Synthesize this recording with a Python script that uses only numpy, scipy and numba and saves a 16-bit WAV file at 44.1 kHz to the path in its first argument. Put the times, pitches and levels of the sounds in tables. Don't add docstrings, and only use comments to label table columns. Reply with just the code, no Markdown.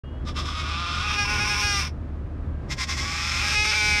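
import sys
import numpy as np
from scipy import signal
from scipy.fft import rfft, irfft
from scipy.io import wavfile
from scipy.ndimage import uniform_filter1d
from numba import njit

SR = 44100
rng = np.random.default_rng(int(sys.argv[2]) if len(sys.argv) > 2 else 0)


def wav_out(sig):
    wavfile.write(sys.argv[1], SR, np.round(np.clip(np.atleast_2d(sig).T, -1, 1) * 32767).astype(np.int16))


N = 176400
TIME = np.arange(N) / SR


def bleat(level, pitch, folds, throat, rasp_eq, cry_eq, opens_s, wide_s):
    source = cabin_ring(vocal_folds(pitch, folds))
    formant_1 = resonance(source, curve(throat), width_hz=120.)
    formant_2 = resonance(source, curve(throat, column=2), width_hz=220.)
    shelved = source + (undb(curve(throat, column=3)) - 1) * highpass(source, hz=4500)
    rasp = equalise(shelved + 1.5 * formant_1 + 1.1 * formant_2, rasp_eq)
    cry = equalise(shelved + .3 * formant_1 + .8 * formant_2, cry_eq)
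    opening = np.clip((TIME - opens_s) / (wide_s - opens_s), 0, 1)
    voice = steady((1 - opening) * steady(rasp) + opening * steady(cry))
    gate = (TIME > level[0][0]) * (TIME < level[-1][0] + .02)
    return voice * undb(curve(level)) * gate


def vocal_folds(pitch, folds):
    rough, doubling = np.clip(curve(folds), 0, 1), curve(folds, column=2)
    hz = curve(pitch) * (1 + .03 * rough ** 2 * drift(hz=60) + .003 * drift(hz=90))
    regular = cabin_reflections(lowpass(clean_folds(hz, doubling), hz=10000), wet_db=-9)
    regular = regular * undb(4 * rough * drift(hz=45))
    chaotic = cabin_reflections(rough_folds(hz, rough, doubling), wet_db=-1.5)
    hoarse = .45 * highpass(highpass(chaotic, hz=3200), hz=3200)
    rasp = rough * chaotic + (1 - rough) * highpass(chaotic, hz=1700)
    return (1 - rough) * (regular + hoarse) + rough * rasp


def clean_folds(hz, doubling):
    count, treble_delay_s = 33, .001864
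    half_turn = np.exp(1j * np.pi * np.cumsum(hz) / SR)
    partial, out = 1, 0
    for k in range(1, count):
        lag = np.exp(-1j * np.pi * treble_delay_s * hz.mean() * k ** 2 / count)
        partial = partial * half_turn
        bass_rolloff = min((k - .5) * hz.mean() / 1060, 1) ** 2
        out = out + doubling * bass_rolloff * (partial * lag).imag
        partial = partial * half_turn
        out = out + (1 - .72 * doubling ** 2 * (k > 2)) * (partial * lag).real
    return out * 2 * np.sqrt(hz / SR)


def rough_folds(hz, rough, doubling):
    swing_periods, jitter_periods, puff_periods, shimmer_db = .031, .0765, .63, 2
    phase, samples = np.cumsum(hz) / SR, np.arange(N)
    cycle = np.arange(1, int(phase[-1]))
    places = np.interp(cycle, phase, samples)
    at = places.astype(int)
    jitter, shimmer = rng.standard_normal((N // 20, 2))[:len(at)].T
    alternate = (-1) ** cycle * doubling[at]
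    places = np.sort(places + SR / hz[at] * (swing_periods * alternate + jitter_periods * jitter))
    sizes = (1 + .34 * alternate) * undb(shimmer_db * rough[at] * shimmer)
    last_snap = np.maximum(np.searchsorted(places, samples) - 1, 0)
    age_periods = np.abs(samples - places[last_snap]) * hz / SR
    air = unit(np.exp(-age_periods / puff_periods) * sizes[last_snap] * rng.standard_normal(N))
    return unit(clicks(places, sizes)) + .63 * lowpass(air, hz=6460)


def cabin_reflections(x, wet_db):
    t60_s, predelay_s = .052, .0027
    t = np.arange(SR // 5) / SR
    tail = rng.standard_normal(len(t)) * np.exp(-np.log(1000) * t / t60_s) * (t > predelay_s)
    tail = highpass(tail / np.linalg.norm(tail), hz=900)
    return x + undb(wet_db) * signal.fftconvolve(x, tail)[:N]


def cabin_ring(x):
    # (centre [Hz], width [Hz], gain [dB])
    modes = [(828.7, 69, 8.5), (1104, 48, 9.5), (1200, 27, 5.5), (1416, 64, 5.5), (1638, 16.7, 13),
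             (1975, 104, -2.5), (2243, 180, -5.5), (2501, 43, 2), (2690, 20, 1), (3380, 64, -1.5),
             (3616, 49, -1), (4515, 50, -6), (5170, 74, -4.5)]
    return x + sum(undb(db) * resonance(x, np.full(N, float(hz)), float(width)) for hz, width, db in modes)


def road_rumble():
    # (frequency [Hz], gain [dB])
    rumble_eq = [(13, -43), (22, -20), (38, -7), (79, -6), (98, -9.5), (125, -10), (164, -14.5), (192, -19),
                 (245, -17), (356, -22.5), (429, -28), (592, -27.5), (838, -35.5), (1290, -35), (1390, -40),
                 (1590, -38.5), (2080, -46), (3280, -54), (12200, -77), (13200, -98)]
    level_db, sway_db = -34, 1.73
    rumble = unit(equalise(rng.standard_normal(N), rumble_eq))
    return rumble * undb(level_db + sway_db * drift(hz=9.9))


def cabin_boom(hz=75):
    # (time [s], level before the trim [dB])
    level = [(0, -31.5), (2.0, -32.5), (4.0, -36.5)]
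    trim_db = -1
    waver = 1 + .21 * (drift(hz=9) + 1j * drift(hz=9))
    boom = unit(np.real(waver * np.exp(2j * np.pi * hz * TIME)))
    return boom * undb(curve(level) + trim_db)


def squeaks():
    # (start [s], length [s], start pitch [Hz], end pitch [Hz], level [dB])
    glides = [(.0, 0.2, 2790, 2980, -57), (0.026, .22, 3230, 3300, -62), (2.52, 0.14, 1595, 1575, -58)]
    out = 0
    for start, length, from_hz, to_hz, db in glides:
        progress = np.clip((TIME - start) / length, 0, 1)
        hz = (from_hz + (to_hz - from_hz) * progress) * (1 + .005 * drift(hz=110))
        swell = np.sqrt(4 * progress * (1 - progress))
        gain = undb(db + 2 * drift(hz=60)) * swell
        out = out + gain * np.sin(2 * np.pi * np.cumsum(hz) / SR)
    return out


def undb(db):
    return 10 ** (np.asarray(db) / 20)


def unit(x):
    return x / np.sqrt(np.mean(x ** 2))


def steady(x):
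    return x / np.sqrt(uniform_filter1d(x ** 2, size=1500) + 1e-12)


def curve(rows, column=1):
    rows = np.array(rows, float)
    return np.interp(TIME, rows[:, 0], rows[:, column])


def drift(hz):
    hold = int(SR / hz)
    steps = np.repeat(rng.standard_normal(N // hold + 1), hold)
    return unit(uniform_filter1d(uniform_filter1d(steps, hold), hold)[:N])


def clicks(places, sizes, order=6):
    index = places.astype(int)[:, None] + np.arange(1 - order, order + 1)
    offset = index - places[:, None]
    shape = np.sinc(offset) * np.sinc(offset / order) * sizes[:, None]
    return np.bincount(np.clip(index, 0, N - 1).ravel(), shape.ravel(), N)


def equalise(x, points):
    hz, db = np.array(sorted(points), float).T
    size = 2 * N
    bin_hz = np.arange(N + 1) * SR / size
    log_gain = np.log(undb(np.interp(np.log(bin_hz + 1), np.log(hz), db)))
    cepstrum = irfft(log_gain)[:N]
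    cepstrum[1:] *= 2
    return irfft(rfft(x, size) * np.exp(rfft(cepstrum, size)))[:N]


@njit
def resonance(x, hz, width_hz):
    out, band_state, low_state = np.empty(len(x)), 0., 0.
    for i in range(len(x)):
        tuning, damping = np.tan(np.pi * hz[i] / SR), width_hz / hz[i]
        band = (band_state + tuning * (x[i] - low_state)) / (1 + tuning * (tuning + damping))
        band_state = 2 * band - band_state
        low_state += 2 * tuning * band
        out[i] = damping * band
    return out


def lowpass(x, hz):
    return signal.sosfilt(signal.butter(2, min(hz, .45 * SR), fs=SR, output="sos"), x)


def highpass(x, hz):
    return signal.sosfilt(signal.butter(1, hz, "high", fs=SR, output="sos"), x)


def scene():
    # (time [s], level [dB])
    level_1 = [(0.24, -77), (0.254, -50), (0.286, -32.5), (0.314, -43.5), (0.338, -59), (0.362, -34.5),
               (0.39, -28), (0.432, -39), (0.488, -31), (0.526, -35.5), (0.602, -29.5), (0.62, -33.5),
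               (0.72, -30.5), (1.054, -28), (1.106, -25.5), (1.176, -27.5), (1.19, -21.5), (1.274, -28.5),
               (1.298, -24.5), (1.385, -26), (1.415, -23.5), (1.46, -26), (1.52, -23.5), (1.56, -26),
               (1.64, -23.5), (1.798, -25), (1.878, -35), (1.93, -71)]
    level_2 = [(2.68, -69), (2.696, -44.5), (2.708, -32.5), (2.722, -27.5), (2.738, -34), (2.76, -54),
               (2.79, -30.5), (2.822, -26), (2.838, -27.5), (2.866, -46.5), (2.888, -31), (2.906, -26.5),
               (2.932, -29), (2.962, -37), (2.984, -28), (3.008, -29), (3.04, -30.5), (3.532, -24),
               (3.584, -20.5), (3.646, -23), (3.94, -21), (4.0, -23)]
    # (time [s], pulse rate [Hz])
    pitch_1 = [(.25, 294.1), (0.362, 320.5), (.58, 315.1), (0.649, 312.6), (0.721, 331.7), (0.799, 341.4),
               (0.902, 347.7), (1.0, 353.1), (1.05, 416.7), (1.139, 414.8), (1.235, 406.5), (1.3, 416.5),
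               (1.461, 416.4), (1.53, 412), (1.6, 416.1), (1.656, 412.3), (1.782, 398.5), (1.9, 370.2)]
    pitch_2 = [(2.701, 349.8), (2.92, 351), (3.082, 325), (3.252, 340.5), (3.39, 349), (3.431, 414),
               (3.551, 419.4), (3.638, 421.4), (3.7, 429.3), (3.734, 415.6), (3.77, 426.7), (3.81, 420),
               (3.89, 420.6), (4.0, 415.8)]
    # (time [s], roughness [0-1], period doubling [0-1])
    folds_1 = [(.3, .8, .4), (.52, .7, .4), (.6, .4, .2), (.66, .65, .6), (.73, .4, .75), (.86, .5, .5),
               (1.0, .5, .5), (1.06, .55, .35), (1.16, .5, .3), (1.18, .07, .06), (1.24, .07, .06),
               (1.255, .75, .7), (1.29, .42, .85), (1.32, .3, .65), (1.36, .56, 1), (1.39, .7, .8),
               (1.405, .12, .2), (1.435, .12, .2), (1.45, .6, 1), (1.49, .58, 1), (1.505, .14, .25),
               (1.53, .14, .25), (1.545, .62, 1), (1.615, .5, 1), (1.635, .07, .22), (1.72, .06, .16),
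               (1.785, .14, .25), (1.81, .7, .5), (1.86, .95, .6)]
    folds_2 = [(2.7, .68, .2), (2.92, .65, .2), (3.02, .72, .5), (3.09, .48, .85), (3.25, .52, .7),
               (3.38, .5, .55), (3.45, .8, .6), (3.54, .7, .6), (3.556, .05, .04), (3.635, .05, .06),
               (3.648, .8, .6), (3.662, .6, .6), (3.675, .1, .3), (3.705, .1, .3), (3.72, .75, .7),
               (3.75, .55, .8), (3.77, .25, .8), (3.8, .08, .8), (3.97, .08, .7), (4.0, .25, .5)]
    # (time [s], first formant [Hz], second formant [Hz], treble shelf [dB])
    throat_1 = [(.28, 1210, 2030, 6.5), (.4, 1110, 1960, 6.5), (.6, 1250, 2180, 2.5),
                (.74, 1230, 2420, -5.5), (1.0, 1320, 2470, -1), (1.13, 1210, 2570, -6),
                (1.23, 1212, 2300, -0.5), (1.422, 1610, 2220, 2), (1.65, 1638, 2340, 6),
                (1.82, 1215, 2260, 8.5)]
    throat_2 = [(2.72, 1000, 2050, 7), (2.92, 1085, 2020, 5), (3.0, 1130, 2140, 8), (3.1, 1160, 2360, 1.5),
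                (3.3, 1340, 2450, 1.5), (3.5, 1270, 2510, -2.5), (3.59, 1300, 2610, -13),
                (3.64, 1300, 2490, -7), (3.69, 1350, 2380, -12), (3.84, 1480, 2394, -4),
                (3.93, 1650, 2320, -4.5), (4.0, 1666, 2050, -9)]
    # (frequency [Hz], gain [dB])
    rasp_1 = [(220, -33), (600, -13), (830, -10), (950, -6.5), (1170, -1), (1400, -1), (1650, -7.5),
              (1850, -7.5), (2200, -7), (2500, -5), (2920, -4.5), (3450, 0), (3780, -1.5), (4280, -8.5),
              (5300, -4.5), (6240, -15), (8820, -25), (13200, -41)]
    rasp_2 = [(220, -37), (700, -15), (830, -7.5), (950, -7), (1080, -3.5), (1400, -2), (1650, -5),
              (2030, 3), (2420, 0.5), (2880, -6.5), (3420, -2), (4260, -6), (5310, 2.5), (6100, -5.5),
              (7910, -14.5), (8560, -17), (10500, -29), (12000, -26), (13200, -38)]
    # (frequency [Hz], gain [dB])
    cry_1 = [(220, -52), (400, -7), (593, -30), (810, -10), (1030, 6), (1220, -1.5), (1450, 2),
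             (1650, -1.5), (1860, -0.5), (2080, -0.5), (2450, 4.5), (3030, -3), (3740, -4), (4200, -9),
             (4810, -2), (5580, 3.5), (6190, -9), (7500, -21), (9100, -15), (10300, -29.5), (12300, -24),
             (13200, -42)]
    cry_2 = [(220, -55), (400, -14.5), (630, -8), (740, -37), (834, -15.5), (1070, -9.5), (1450, -5),
             (1700, -7), (1880, -7), (2100, 0.5), (2340, 3), (2580, -5), (3000, -7), (3630, -4), (4400, -7),
             (4880, 0), (5410, 0), (6100, -5), (7500, -15.5), (8710, -11), (10200, -28.5), (11700, -19),
             (13200, -38)]
    first = bleat(level_1, pitch_1, folds_1, throat_1, rasp_1, cry_1, opens_s=.98, wide_s=1.21)
    second = bleat(level_2, pitch_2, folds_2, throat_2, rasp_2, cry_2, opens_s=3.3, wide_s=3.57)
    return (first + second + road_rumble() + cabin_boom() + squeaks())[None]


def record(dry):
    start_s, fade_s, top_hz = .035, .003, 13400
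    fade_in = np.clip((TIME - start_s) / fade_s, 0, 1)
    return signal.sosfilt(signal.ellip(8, .2, 70, top_hz, fs=SR, output="sos"), dry * fade_in)


dry = scene()
out = record(dry)
wav_out(out)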